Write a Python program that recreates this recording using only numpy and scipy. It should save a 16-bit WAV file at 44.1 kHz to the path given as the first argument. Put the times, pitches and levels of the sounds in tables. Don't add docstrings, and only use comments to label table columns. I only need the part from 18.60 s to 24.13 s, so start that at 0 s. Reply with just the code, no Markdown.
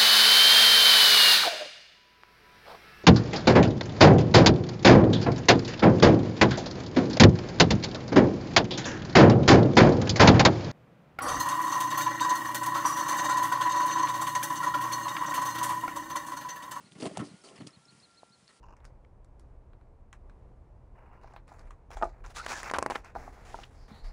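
import sys
import numpy as np
from scipy import signal
from scipy.fft import rfft, irfft, next_fast_len
from scipy.io import wavfile

SR = 44100
rng = np.random.default_rng(int(sys.argv[2]) if len(sys.argv) > 2 else 0)


def pcm_store(signal):
    levels = np.round(np.clip(np.atleast_2d(signal), -1, 1) * 32767)
    wavfile.write(sys.argv[1], SR, levels.astype(np.int16).T)


N = 243740
T = np.arange(N) / SR
HIT_T = T[:8192]

# frequency in Hz, relative level in dB.
SKIN_HISS = [(2200, -1.5), (3200, -4.5), (4600, -5), (7200, -6), (8800, -14), (10200, -10), (11400, -27),
             (15500, -23)]


def undb(db):
    return 10 ** (np.asarray(db) / 20)


def unit(x):
    return x / np.sqrt(np.mean(x ** 2))


def peak(x):
    return x / np.abs(x).max()


def add(out, start, x):
    i = max(int(start * SR), 0)
    out[i:i + len(x)] += x[:N - i]


def colour(x, points):
    size = next_fast_len(len(x) // 2 + 2048) * 2
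    hz, db = np.transpose(points)
    f = np.maximum(np.arange(size // 2 + 1) * SR / size, 1)
    gain = unit(undb(np.interp(np.log(f), np.log(hz), db)))
    cepstrum = irfft(np.log(gain))
    cepstrum[1:size // 2] *= 2
    cepstrum[size // 2 + 1:] = 0
    response = np.exp(rfft(cepstrum))
    return irfft(rfft(x, size) * response)[:len(x)]


def walk(rate):
    knots = rng.standard_normal(int(N / SR * rate) + 2)
    return unit(np.interp(T * rate, np.arange(len(knots)), knots))


def grains(size, rate, spread_db):
    catches = rng.random(size) < rate / SR
    strength = rng.standard_normal(size)
    boost = undb(spread_db * np.minimum(rng.exponential(size=size), 4))
    return unit(catches * strength * boost)


def ring(modes, contact_ms, detune):
    hz, t60, db = np.transpose(modes)[:, :, None]
    hz = hz * (1 + detune * rng.standard_normal(hz.shape))
    decay = np.exp(-np.log(1000) * HIT_T / t60)
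    free = np.sum(undb(db) * np.cos(2 * np.pi * hz * HIT_T) * decay, axis=0)
    push = np.sin(np.pi * np.minimum(1000 * HIT_T / contact_ms, 1)) ** 2
    return peak(signal.fftconvolve(free, push)[:len(HIT_T)])


def burst(decay_s, tail_db, tail_s):
    crack = np.exp(-HIT_T / decay_s)
    tail = undb(tail_db) * np.exp(-HIT_T / tail_s)
    return rng.standard_normal(len(HIT_T)) * (crack + tail)


def wander(x, depth_db, rate=18):
    centres = np.geomspace(2500, 12000, 7)
    spectrum = rfft(x)
    f = np.arange(N // 2 + 1) * SR / N
    out = np.zeros(N)
    for band in np.eye(len(centres)):
        part = irfft(spectrum * np.interp(f, centres, band), N)
        out += part * undb(depth_db * walk(rate))
    return unit(out)


def strokes(rows, attack_s, sag_db_per_s, release_s):
    rub, hiss = np.zeros(N), np.zeros(N)
    for start, end, rub_db, hiss_db in rows:
        age = np.maximum(T - start, 0)
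        hold = np.minimum(age / attack_s, 1) * undb(-sag_db_per_s * age)
        effort = hold * np.exp(-np.maximum(T - end, 0) / release_s)
        rub = np.maximum(rub, undb(rub_db) * effort)
        hiss = np.maximum(hiss, undb(hiss_db) * effort)
    return rub, hiss


def slide(gains, rub_colour, hiss_colour, rub_db, hiss_db, grain_rate, spread_db, judder_db, wander_db):
    rub, hiss = gains
    body = colour(grains(N, grain_rate, spread_db), rub_colour)
    top = wander(colour(grains(N, 2 * grain_rate, spread_db), hiss_colour), wander_db)
    judder = unit(undb(judder_db * walk(130)))
    return (body * undb(rub_db) * rub + top * undb(hiss_db) * hiss) * judder


def page_pulls():
    # start in seconds, end in seconds, rub and hiss levels in dB before trim, judder and sag.
    pulls = [(3.745, 3.792, -43.5, -44.5), (3.8, 3.87, -52.5, -52.5), (3.874, 3.93, -37, -39),
             (3.935, 4.01, -46, -44), (4.02, 4.085, -42, -48), (4.13, 4.28, -52.5, -64),
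             (4.295, 4.362, -46.5, -50), (4.432, 4.488, -55, -64)]
    # frequency in Hz, relative level in dB.
    rub_colour = [(150, -13.5), (450, -7), (950, 1), (1600, -2), (2200, -6.5), (2650, -6.5), (3300, -38)]
    hiss_colour = [(2000, -15), (3000, -1), (4200, 0.5), (7000, -3), (9000, -12.5), (10300, -11),
                   (11500, -24), (15500, -20.5)]
    gains = strokes(pulls, attack_s=0.022, sag_db_per_s=23, release_s=0.025)
    return slide(gains, rub_colour, hiss_colour, rub_db=2.0, hiss_db=-3.5,
                 grain_rate=4000, spread_db=2, judder_db=0.95, wander_db=2.5)


def snaps(flip_s=0.0002, crack_s=0.0011, tail_db=-10, tail_s=0.004, ring_db=-16):
    # time in seconds, peak of the air pulse in dB, peak of the crack in dB.
    buckles = [(3.8624, -37, -31.5), (4.0316, -34.5, -27), (4.1134, -20.5, -27.5), (4.1377, -17.5, -28.5),
               (4.1857, -16, -22.5), (4.2267, -16, -23.5), (4.2626, -15.5, -28), (4.3008, -21, -33.5),
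               (4.3204, -22, -49), (4.3572, -20.5, -35), (4.5537, -28, -58)]
    # frequency in Hz, relative level in dB.
    crack_colour = [(900, 2), (2000, 13.5), (3300, -6.5), (4700, 3), (7000, 0.5), (9800, -2), (10700, -6),
                    (11800, -21), (15500, -28)]
    # frequency in Hz before detuning, t60 in seconds, relative level in dB.
    sheet_modes = [(556, 0.028, -19), (695, .03, -18), (912, 0.043, 20), (1270, 0.038, -15),
                   (1520, .02, -12), (2400, .015, -21)]
    out = np.zeros(N)
    lead = .001
    u = (HIT_T - lead) / flip_s
    pulse = peak(u * np.exp(-np.hypot(u, .8) ** 1.965 / 2))
    for time, pulse_db, crack_db in buckles:
        crack = peak(colour(burst(crack_s, tail_db, tail_s), crack_colour))
        add(out, time - lead, undb(pulse_db) * pulse)
        add(out, time - flip_s, undb(crack_db) * crack)
        add(out, time + lead, undb(pulse_db + ring_db) * ring(sheet_modes, contact_ms=0.32, detune=0.14))
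    return out


def creases(rate=9000, treble_db=-15):
    # start in seconds, rms level in dB, length in seconds, centre frequency in Hz.
    kinks = [(.446, -62.5, 0.0045, 2250), (3.371, -42, 0.0018, 1280), (3.424, -37.5, 0.0086, 1530),
             (3.638, -50.5, 0.021, 1420), (3.863, -32.5, 0.0047, 1300), (4.096, -36.5, 0.0084, 1930),
             (4.136, -32, 0.02, 1620), (4.155, -35, 0.02, 1100), (4.187, -28.5, 0.00535, 920),
             (4.303, -32, 0.012, 1000), (4.352, -34.5, 0.014, 2050), (5.032, -49, 0.013, 3200)]
    out = np.zeros(N)
    for start, db, length, hz in kinks:
        swell = np.sqrt(np.sin(np.pi * np.minimum(HIT_T / length, 1)))
        tone = [(hz / 6, -20), (hz / 2, -3), (hz, 0), (hz * 1.22, -6), (hz * 1.87, treble_db),
                (10500, -36), (12500, -48)]
        x = colour(grains(len(HIT_T), rate, spread_db=0.5) * swell, tone)
        rms = np.sqrt(np.sum(x ** 2) / (length * SR))
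        add(out, start, undb(db) * x / rms)
    return out


def sing(start, end, from_hz, to_hz, width_hz, db):
    progress = np.clip((T - start) / (end - start), 0, 1)
    phase = 2 * np.pi * np.cumsum(from_hz + (to_hz - from_hz) * progress) / SR
    band = walk(width_hz) * np.cos(phase) + walk(width_hz) * np.sin(phase)
    return undb(db) * np.sin(np.pi * progress) * band


def singing_edges():
    # start in seconds, end in seconds, first pitch in Hz, last pitch in Hz,
    # rough bandwidth in Hz, level in dB at mid-swell.
    glides = [(3.761, 3.828, 1190, 1452, 300, -39.5), (3.928, 3.998, 1755, 1565, 300, -40),
              (4.849, 4.97, 777, 754, 140.9, -55.5), (5.134, 5.337, 5000, 4610, 1300, -71.5),
              (5.291, 5.439, 3900, 4314, 1100, -64.5), (5.418, 5.526, 4410, 4840, 1483, -63.5)]
    return sum(sing(*row) for row in glides)


def palm_strokes():
    # start in seconds, end in seconds, rub and hiss levels in dB before trim, judder and sag.
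    wipes = [(4.545, 4.68, -52, -61.5), (4.72, 4.84, -55.5, -64), (4.845, 5.035, -56.5, -56),
             (5.1, 5.25, -64, -68.5), (5.275, 5.385, -56.5, -65), (5.435, 5.485, -56, -62.5)]
    # frequency in Hz, relative level in dB.
    rub_colour = [(130, -7), (200, -2.5), (330, -7.5), (500, -4.5), (760, -1), (1050, -5), (2200, -10.5),
                  (3200, -37.5)]
    gains = strokes(wipes, attack_s=0.009, sag_db_per_s=10.5, release_s=0.044)
    return slide(gains, rub_colour, SKIN_HISS, rub_db=-0.5, hiss_db=-1.5,
                 grain_rate=9000, spread_db=2.2, judder_db=0.64, wander_db=2.0)


def knocks(contact_ms=0.92, detune=.055):
    # time in seconds, peak level in dB.
    blows = [(2.644, -39), (2.74, -41), (2.763, -41), (2.918, -39), (3.37, -33.5), (3.4145, -28.5),
             (3.4243, -14.5), (3.4286, -18), (3.4333, -13), (3.4535, -26.5), (4.5603, -26), (4.5645, -26.5),
             (4.678, -32.5), (4.9437, -26), (4.9882, -34)]
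    # frequency in Hz before detuning, t60 in seconds, relative level in dB.
    board_modes = [(372, 0.053, -9.5), (705, 0.053, 0.5), (806, 0.028, 10), (950, 0.027, -8),
                   (1200, 0.036, 1.5), (1400, 0.028, -2), (1880, .02, -10)]
    radiation = [(200, -7.5), (480, -4), (700, -4), (3000, 1.5)]
    out = np.zeros(N)
    for time, db in blows:
        blow = colour(ring(board_modes, contact_ms, detune), radiation)
        add(out, time, undb(db) * peak(blow))
    return out


def bumps(cycles=4.1):
    # start in seconds, approximate peak level in dB, swing frequency in Hz.
    sways = [(3.352, -35, 38.7), (3.446, -35, 42), (3.602, -38, 36.2), (4.172, -41, 68.5), (4.559, -42, 51),
             (5.313, -41.5, 202), (5.42, -33.5, 31.8)]
    out = np.zeros(N)
    for start, db, hz in sways:
        length = cycles / hz
        t = T[:int(length * SR)]
        swell = np.sin(np.pi * np.sqrt(t / length)) ** 2
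        add(out, start, undb(db) * swell * np.sin(2 * np.pi * hz * t))
    return out


def grip_shifts():
    # start in seconds, end in seconds, rub and hiss levels in dB before trim, judder and sag.
    holds = [(.16, .27, -64, -87), (2.35, 2.6, -60, -86), (2.61, 2.76, -59.5, -72),
             (2.87, 3.07, -57.5, -69.5), (3.302, 3.46, -49.5, -59), (3.49, 3.62, -61.5, -79.5),
             (3.637, 3.68, -51.5, -60), (3.7, 3.75, -60, -61.5)]
    # frequency in Hz, relative level in dB.
    rub_colour = [(150, -27), (400, 0.5), (800, 4.5), (1300, 0), (2400, -7.5), (3300, -39)]
    gains = strokes(holds, attack_s=0.004, sag_db_per_s=7, release_s=0.042)
    return slide(gains, rub_colour, SKIN_HISS, rub_db=-3.0, hiss_db=-2.5,
                 grain_rate=3200, spread_db=1.0, judder_db=3.0, wander_db=3.5)


def ticks(body_db=-3, top_db=6, ping_db=5):
    # time in seconds, level in dB and treble in dB (both before the trims), favoured pitch in Hz.
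    lone_ticks = [(0.1672, -52.5, -13, 5600), (.203, -54, -22, 4700), (0.2448, -43.5, -18, 5500),
                  (0.2519, -40.5, -12, 5060), (.6464, -54, -7, 10100), (.796, -53.5, -5.5, 9900),
                  (1.1333, -51.5, -37, 4730), (1.5287, -35, -12.5, 3400), (1.2123, -57, -25, 3500),
                  (1.697, -45.5, -19, 5110), (2.737, -49, -10, 4240), (2.7628, -37.5, -38, 4030),
                  (2.8791, -46, -16, 3750), (2.993, -47, -9.5, 4700), (3.1075, -37, -19.5, 6800),
                  (3.3148, -37, -15, 3940), (3.4427, -36.5, -12.5, 3660), (3.6625, -37.5, -10, 6100),
                  (4.4462, -37, -17, 5100)]
    # frequency in Hz, relative level in dB.
    body_colour = [(400, -25), (1000, 11), (1700, 6), (2400, 2), (3000, -4.5), (4200, -3), (6000, -29)]
    top_colour = [(1800, -24), (3500, 8), (7000, 4), (10400, -3.5), (11700, -12), (15500, -45)]
    out = np.zeros(N)
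    for time, db, treble_db, hz in lone_ticks:
        x = burst(0.0011, -14, 0.016)
        ping = [(hz * .8, 0), (hz, ping_db), (hz * 1.2, 0)]
        body = undb(body_db) * peak(colour(x, body_colour))
        snick = undb(top_db + treble_db) * peak(colour(colour(x, top_colour), ping))
        add(out, time, undb(db) * (body + snick))
    return out


def creaks():
    # start in seconds, end in seconds, mean slips per second,
    # typical slip level in dB, treble in dB relative to the body.
    runs = [(0.029, .14, 75, -49.5, -14.5), (2.353, 2.6, 130, -55.5, -32), (2.614, 2.73, 63, -52, -20)]
    # frequency in Hz, relative level in dB.
    body_colour = [(500, -0.5), (750, 4.5), (1000, 14), (1250, 2), (1550, -1.5), (2100, -20.5), (2850, -4),
                   (3300, -42)]
    top_colour = [(3800, 4), (5000, 16), (7000, 14), (8200, -6), (12000, -61)]
    out = np.zeros(N)
    for start, end, rate, db, treble_db in runs:
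        for time in np.arange(start, end, 1 / rate):
            x = burst(0.00019, -9.5, 0.007)
            slip = peak(colour(x, body_colour)) + undb(treble_db) * peak(colour(x, top_colour))
            uneven = rng.uniform(-.3, .3) / rate
            add(out, time + uneven, undb(db + 1.3 * rng.standard_normal()) * slip)
    return out


def room(x, wet_db=-20, t60_s=0.2):
    t = T[:SR // 2]
    tail = rng.standard_normal(len(t)) * np.exp(-np.log(1000) * t / t60_s) * (t > .004)
    tail = colour(tail, [(100, 6), (800, -0.5), (2000, -16.5), (4000, -16), (12000, -11.5)])
    tail = tail / np.sqrt(np.sum(tail ** 2))
    return x + undb(wet_db) * signal.fftconvolve(x, tail)[:N]


def ventilation(air_db=-52.0, hum_db=-65, hum_hz=120):
    # frequency in Hz, relative level in dB.
    air_colour = [(15, -20.5), (24, -2), (35, 1), (48, -5.5), (72, -4.5), (95, -13.5), (150, -19.5),
                  (250, -24.5), (500, -25), (1000, -31), (1500, -42.5), (2400, -49), (3300, -57.5),
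                  (10000, -64), (12000, -80)]
    air = unit(colour(rng.standard_normal(N), air_colour)) * undb(0.84 * walk(6))
    hum = unit(np.sin(2 * np.pi * hum_hz * T))
    return undb(air_db) * air + undb(hum_db) * hum


def scene():
    page = page_pulls() + snaps() + creases() + singing_edges() + palm_strokes()
    cover = knocks() + bumps()
    hold = grip_shifts() + ticks() + creaks()
    return (room(page + cover + hold) + ventilation())[None]


def record(dry):
    low_pass = signal.ellip(8, .2, 70, 15600, fs=SR, output="sos")
    return signal.sosfilt(low_pass, dry)


dry = scene()
out = record(dry)
pcm_store(out)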